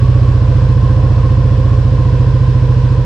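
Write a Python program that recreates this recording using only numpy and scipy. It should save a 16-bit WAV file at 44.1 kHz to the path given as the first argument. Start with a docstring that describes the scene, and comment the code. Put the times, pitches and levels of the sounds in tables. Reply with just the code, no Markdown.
"""At the handlebar of an idling single-cylinder four-stroke scooter, about 14.5 firings a second.
Every cycle booms once in the muffler and once in the airbox, with a shudder of body panels between.
The crank speeds up after each firing and sags before the next, so the chain and gear whines warble.
Valve-gear clatter and the cooling fan's rush lie on top; a midrange growl swells and fades,
and two faint ticks come late."""
import sys
import numpy as np
from scipy.fft import rfft, irfft, next_fast_len
from scipy.io import wavfile
from scipy.ndimage import map_coordinates

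SR = 44100
rng = np.random.default_rng(int(sys.argv[2]) if len(sys.argv) > 2 else 0)


def master(y):
    """Save y as 16-bit WAV."""
    cut = np.clip(np.atleast_2d(y).T, -1, 1)
    pcm = np.round(cut * 32767)  # scale
    wavfile.write(sys.argv[1], SR, pcm.astype(np.int16))


N = 134505
TIME = np.arange(N) / SR


def amp(db):
    """Decibels to gain."""
    return 10 ** (np.asarray(db) / 20)


def unit(x):
    """Scale to rms 1."""
    return x / np.sqrt(np.mean(x ** 2) + 1e-20)


def along(points, hz):
    """Read a curve of (Hz, value) points on a log frequency axis."""
    freqs, values = np.transpose(points)
    return np.interp(np.log(hz + 1), np.log(freqs + 1), values)


def fader(points):
    """A gain ride through (seconds, dB) points."""
    return amp(np.interp(TIME, *np.transpose(points)))


def wobble(rate):
    """A smooth random curve, rate knots a second."""
    return map_coordinates(rng.standard_normal(1024), [TIME * rate], mode="wrap")


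def filtered(x, response):
    """Equalise x with a gain given as a function of Hz."""
    size = next_fast_len(N + SR // 2)
    return irfft(rfft(x, size) * response(np.fft.rfftfreq(size, 1 / SR)), size)[..., :N]


def panned(db):
    """Left and right gains for a left-minus-right level difference."""
    return amp(np.array([[.5], [-.5]]) * db)


def airborne(pair, spectrum):
    """Two noises coloured by a spectrum and the ringing casing, spread over both ears; rms 1."""
    # Casing resonances. Each row: frequency in Hz, width in Hz, lift in dB.
    casing = [(1525, 50, 3), (1857, 30, 3), (2540, 45, 3), (2670, 50, 4), (3036, 35, 4), (3397, 45, 4),
              (4094, 60, 4), (5135, 45, 4)]
    # Stereo width. Each row: frequency in Hz, left-right correlation.
    likeness = [(100, 0.52), (500, 0.91), (1000, 0.76), (1600, 0.38), (2500, 0.34), (5000, .25), (9000, 0)]
    # Stereo balance. 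Each row: frequency in Hz, left minus right in dB.
    balance = [(250, -2.5), (500, -2.5), (1000, -1), (2000, 1.4), (4000, -0.4), (9000, -4)]

    def mid_side_gains(hz):
        lift_db = sum(db / (1 + (2 * (hz - centre) / width) ** 2) for centre, width, db in casing)
        spread = np.arccos(np.clip(along(likeness, hz), -1, 1)) / 2
        return amp(along(spectrum, hz) + lift_db) * [np.cos(spread), np.sin(spread)]

    mid, side = filtered(pair, mid_side_gains)
    ears = np.array([mid + side, mid - side])
    return unit(filtered(ears, lambda hz: panned(along(balance, hz))))


def fan():
    """The bed: a steady, barely wavering rush of cooling air and running machinery."""
    # Colour of the rush. Each row: frequency in Hz, relative noise density in dB.
    spectrum = [(20, -17), (60, -11), (130, -11), (165, -1.5), (300, -4.5), (350, -7.5), (420, -0.5),
                (520, -0.5), (620, -9.5), (800, -16), (1050, -7), (1280, -18.5), (1600, -14.5),
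                (2100, -22.5), (2600, -22), (4000, -26), (5300, -27.5), (6400, -35.5), (7800, -38),
                (9000, -44.5), (12200, -52.5), (15500, -70.5)]
    level_db = -28 + .33 * wobble(rate=12)
    return amp(level_db) * airborne(rng.standard_normal((2, N)), spectrum)


def growl():
    """A rough midrange noise swells about a second in and fades away."""
    # Colour of the growl. Each row: frequency in Hz, relative noise density in dB.
    spectrum = [(100, -35), (250, -5.5), (380, 1.5), (500, -3), (680, 3.5), (850, -4.5), (1400, -9),
                (2200, -31.5), (8000, -61.5)]
    # Its swell. Each row: time in seconds, level in dB.
    swell = [(0, -43), (.4, -37), (.7, -41), (1.08, -34), (1.4, -38.5), (1.8, -38), (2.2, -44.5),
             (3.05, -47)]
    return fader(swell) * airborne(rng.standard_normal((2, N)), spectrum)


def ticks():
    """Tiny dry ticks high in the treble, off to the right."""
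    # Tick cues. Each row: start in seconds, relative level in dB.
    cues = [(2.133, -43), (2.695, -36)]
    decay_s, low_cut_hz = .0002, 8500
    envelope = sum(amp(db) * (TIME >= at) * np.exp(-np.abs(TIME - at) / decay_s) for at, db in cues)
    snaps = envelope * rng.standard_normal(N)
    return filtered(snaps, lambda hz: 1 / (1 + (low_cut_hz / (hz + 1)) ** 4)) * panned(db=-10)


def valve_clatter(cycle):
    """The valve gear strikes short noisy knocks at the same places in every cycle."""
    # Valve knocks. Each row: delay after the firing in cycles, relative level in dB.
    knocks = [(0.022, -37.5), (.27, -40.5), (.5, -38.5)]
    # Colour of the knocks. Each row: frequency in Hz, relative noise density in dB.
    spectrum = [(150, -26.5), (300, -3), (500, -2), (800, -25), (1050, -2), (1300, -15.5), (3000, -19.5),
                (5300, -20), (8000, -37.5), (15000, -66.5)]
    decay_s, scatter_db = .009, 1.5
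    firing_hz = np.gradient(cycle) * SR
    envelope = 0
    for delay, db in knocks:
        age_s = ((cycle - delay) % 1) / firing_hz
        envelope += amp(db + scatter_db * wobble(rate=30)) * np.exp(-age_s / decay_s)
    level = np.sqrt(np.mean(envelope ** 2))
    return level * airborne(envelope * rng.standard_normal((2, N)), spectrum)


def gear_whines(cycle):
    """Teeth mesh at the crank's uneven speed, swelling each turn, fluttering as the chain slackens."""
    # Chain and gear tones. Each row: multiple of the firing rate (rounded in use), relative level
    # in dB, flutter in dB, phase wander in radians, swing delay in cycles, swing per crank turn
    # in dB (negative dips at that delay), trend in dB per second.
    tones = [(35, -32.5, 1.5, 0.48, 0.044, -3, 1), (72.27, -37, 4.4, 0.55, 0, 1, -1.7),
             (69.2, -40, 3, .45, 0.017, 3.5, 0.3), (73.58, -41.5, 2, .45, .02, -1.5, 2.2)]
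    speed_swing, fastest_at = .026, .24  # share of the speed, cycles after the firing
    flutter_per_s = 45
    cycle_angle = 2 * np.pi * cycle + speed_swing * np.sin(2 * np.pi * (cycle - fastest_at))
    whine = 0
    for teeth, db, flutter_db, wander, delay, swing_db, trend_db in tones:
        swing = np.cos(2 * np.pi * 2 * (cycle - delay))  # two crank turns a cycle
        load = amp(trend_db * TIME + flutter_db * wobble(flutter_per_s) + swing_db * swing)
        mesh = np.sin(np.round(teeth) * cycle_angle + wander * wobble(flutter_per_s))
        whine += amp(db) * unit(load * mesh)
    return whine * panned(db=-2)


def stroke(cycle, modes):
    """One soft puff per cycle rings a set of resonances."""
    jitter_s, scatter_db, puff_top_hz = .00008, .2, 620
    lead = SR // 2  # pre-roll: the engine is already running at the start
    cycle = np.r_[cycle[0] + np.arange(-lead, 0) * (cycle[1] - cycle[0]), cycle]
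    onsets = np.flatnonzero(np.diff(np.floor(cycle)))
    late, strength = rng.standard_normal((64, 2))[:len(onsets)].T
    onsets = np.clip(np.round(onsets + late * jitter_s * SR).astype(int), 0, None)
    pulses = np.bincount(onsets, amp(scatter_db * strength))
    size = next_fast_len(N + 2 * lead)
    hz = np.fft.rfftfreq(size, 1 / SR)
    puffs = rfft(pulses, size) * np.exp(-(hz / puff_top_hz) ** 2)
    ring = sum(polarity * amp(db) * 1j * hz * width / (centre ** 2 - hz ** 2 + 1j * hz * width)
               for centre, width, db, polarity in modes)
    return irfft(puffs * ring, size)[lead:lead + N]


def engine_thump(cycle):
    """The exhaust booms in the muffler, the panels shudder, then the intake gulps through the airbox."""
    # Resonances of the muffler, the body panels and the airbox.
    # Each row: frequency in Hz, width in Hz, relative level in dB, polarity.
    muffler = [(68.3, 7.15, -23.5, 1), (89.14, 17.5, -21, 1), (124.27, 9.78, -12.5, -1),
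               (132.5, 8.5, -24.5, 1)]
    panels = [(175.7, 13.7, -33.5, -1), (163.2, 80, -35.5, 1), (246.4, 12, -36.5, -1),
              (308.2, 19.7, -36, -1)]
    airbox = [(53.5, 21.2, -21.5, 1), (74.8, 26.4, -26, -1), (123.9, 3.3, -22, -1)]
    # Weight of the firings. Each row: time in seconds, level in dB.
    weight = [(0, -9), (.6, -8), (1.6, -8.5), (2.2, -9), (3.05, -10)]
    panel_lag, intake_lag = .124, .461  # cycles after the exhaust pulse
    boom = stroke(cycle, muffler)
    shudder = stroke(cycle - panel_lag, panels)
    gulp = stroke(cycle - intake_lag, airbox)
    return fader(weight) * unit(boom + shudder + gulp) * panned(db=-3)


def scene():
    """The engine's cycle drives thump, whines and clatter over the fan, the growl and the ticks."""
    # The drifting idle. Each row: time in seconds, firings per second.
    idle_speed = [(0.0, 15.477), (0.27, 15.272), (0.48, 14.579), (0.66, 14.431), (0.9, 14.612),
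                  (1.2, 14.783), (1.38, 14.473), (1.62, 14.792), (1.74, 15.199), (1.84, 14.4),
                  (1.97, 14.527), (2.15, 14.18), (2.45, 14.136), (2.7, 13.938), (3.05, 14.238)]
    # Fader ride on whines and clatter. Each row: time in seconds, gain in dB.
    machinery_ride = [(0, -4), (1.05, -0.4), (2.2, -1.9), (3.05, -2)]
    first_firing = .291  # cycles before the first exhaust pulse
    firing_hz = np.interp(TIME, *np.transpose(idle_speed))
    cycle = np.cumsum(firing_hz) / SR - first_firing
    machinery = fader(machinery_ride) * (gear_whines(cycle) + valve_clatter(cycle))
    return engine_thump(cycle) + machinery + fan() + growl() + ticks()


def record(dry):
    """The microphone thins the deepest bass; the recorder rounds the peaks and cuts the very top."""
    low_cut_hz, ceiling, top_hz = 27, 1.05, 15800
    thinned = filtered(dry, lambda hz: 1 / (1 + (low_cut_hz / (hz + 1)) ** 6))
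    rounded = thinned / (1 + np.abs(thinned / ceiling) ** 10) ** (1 / 10)
    return filtered(rounded, lambda hz: hz < top_hz)


dry = scene()
out = record(dry)
master(out)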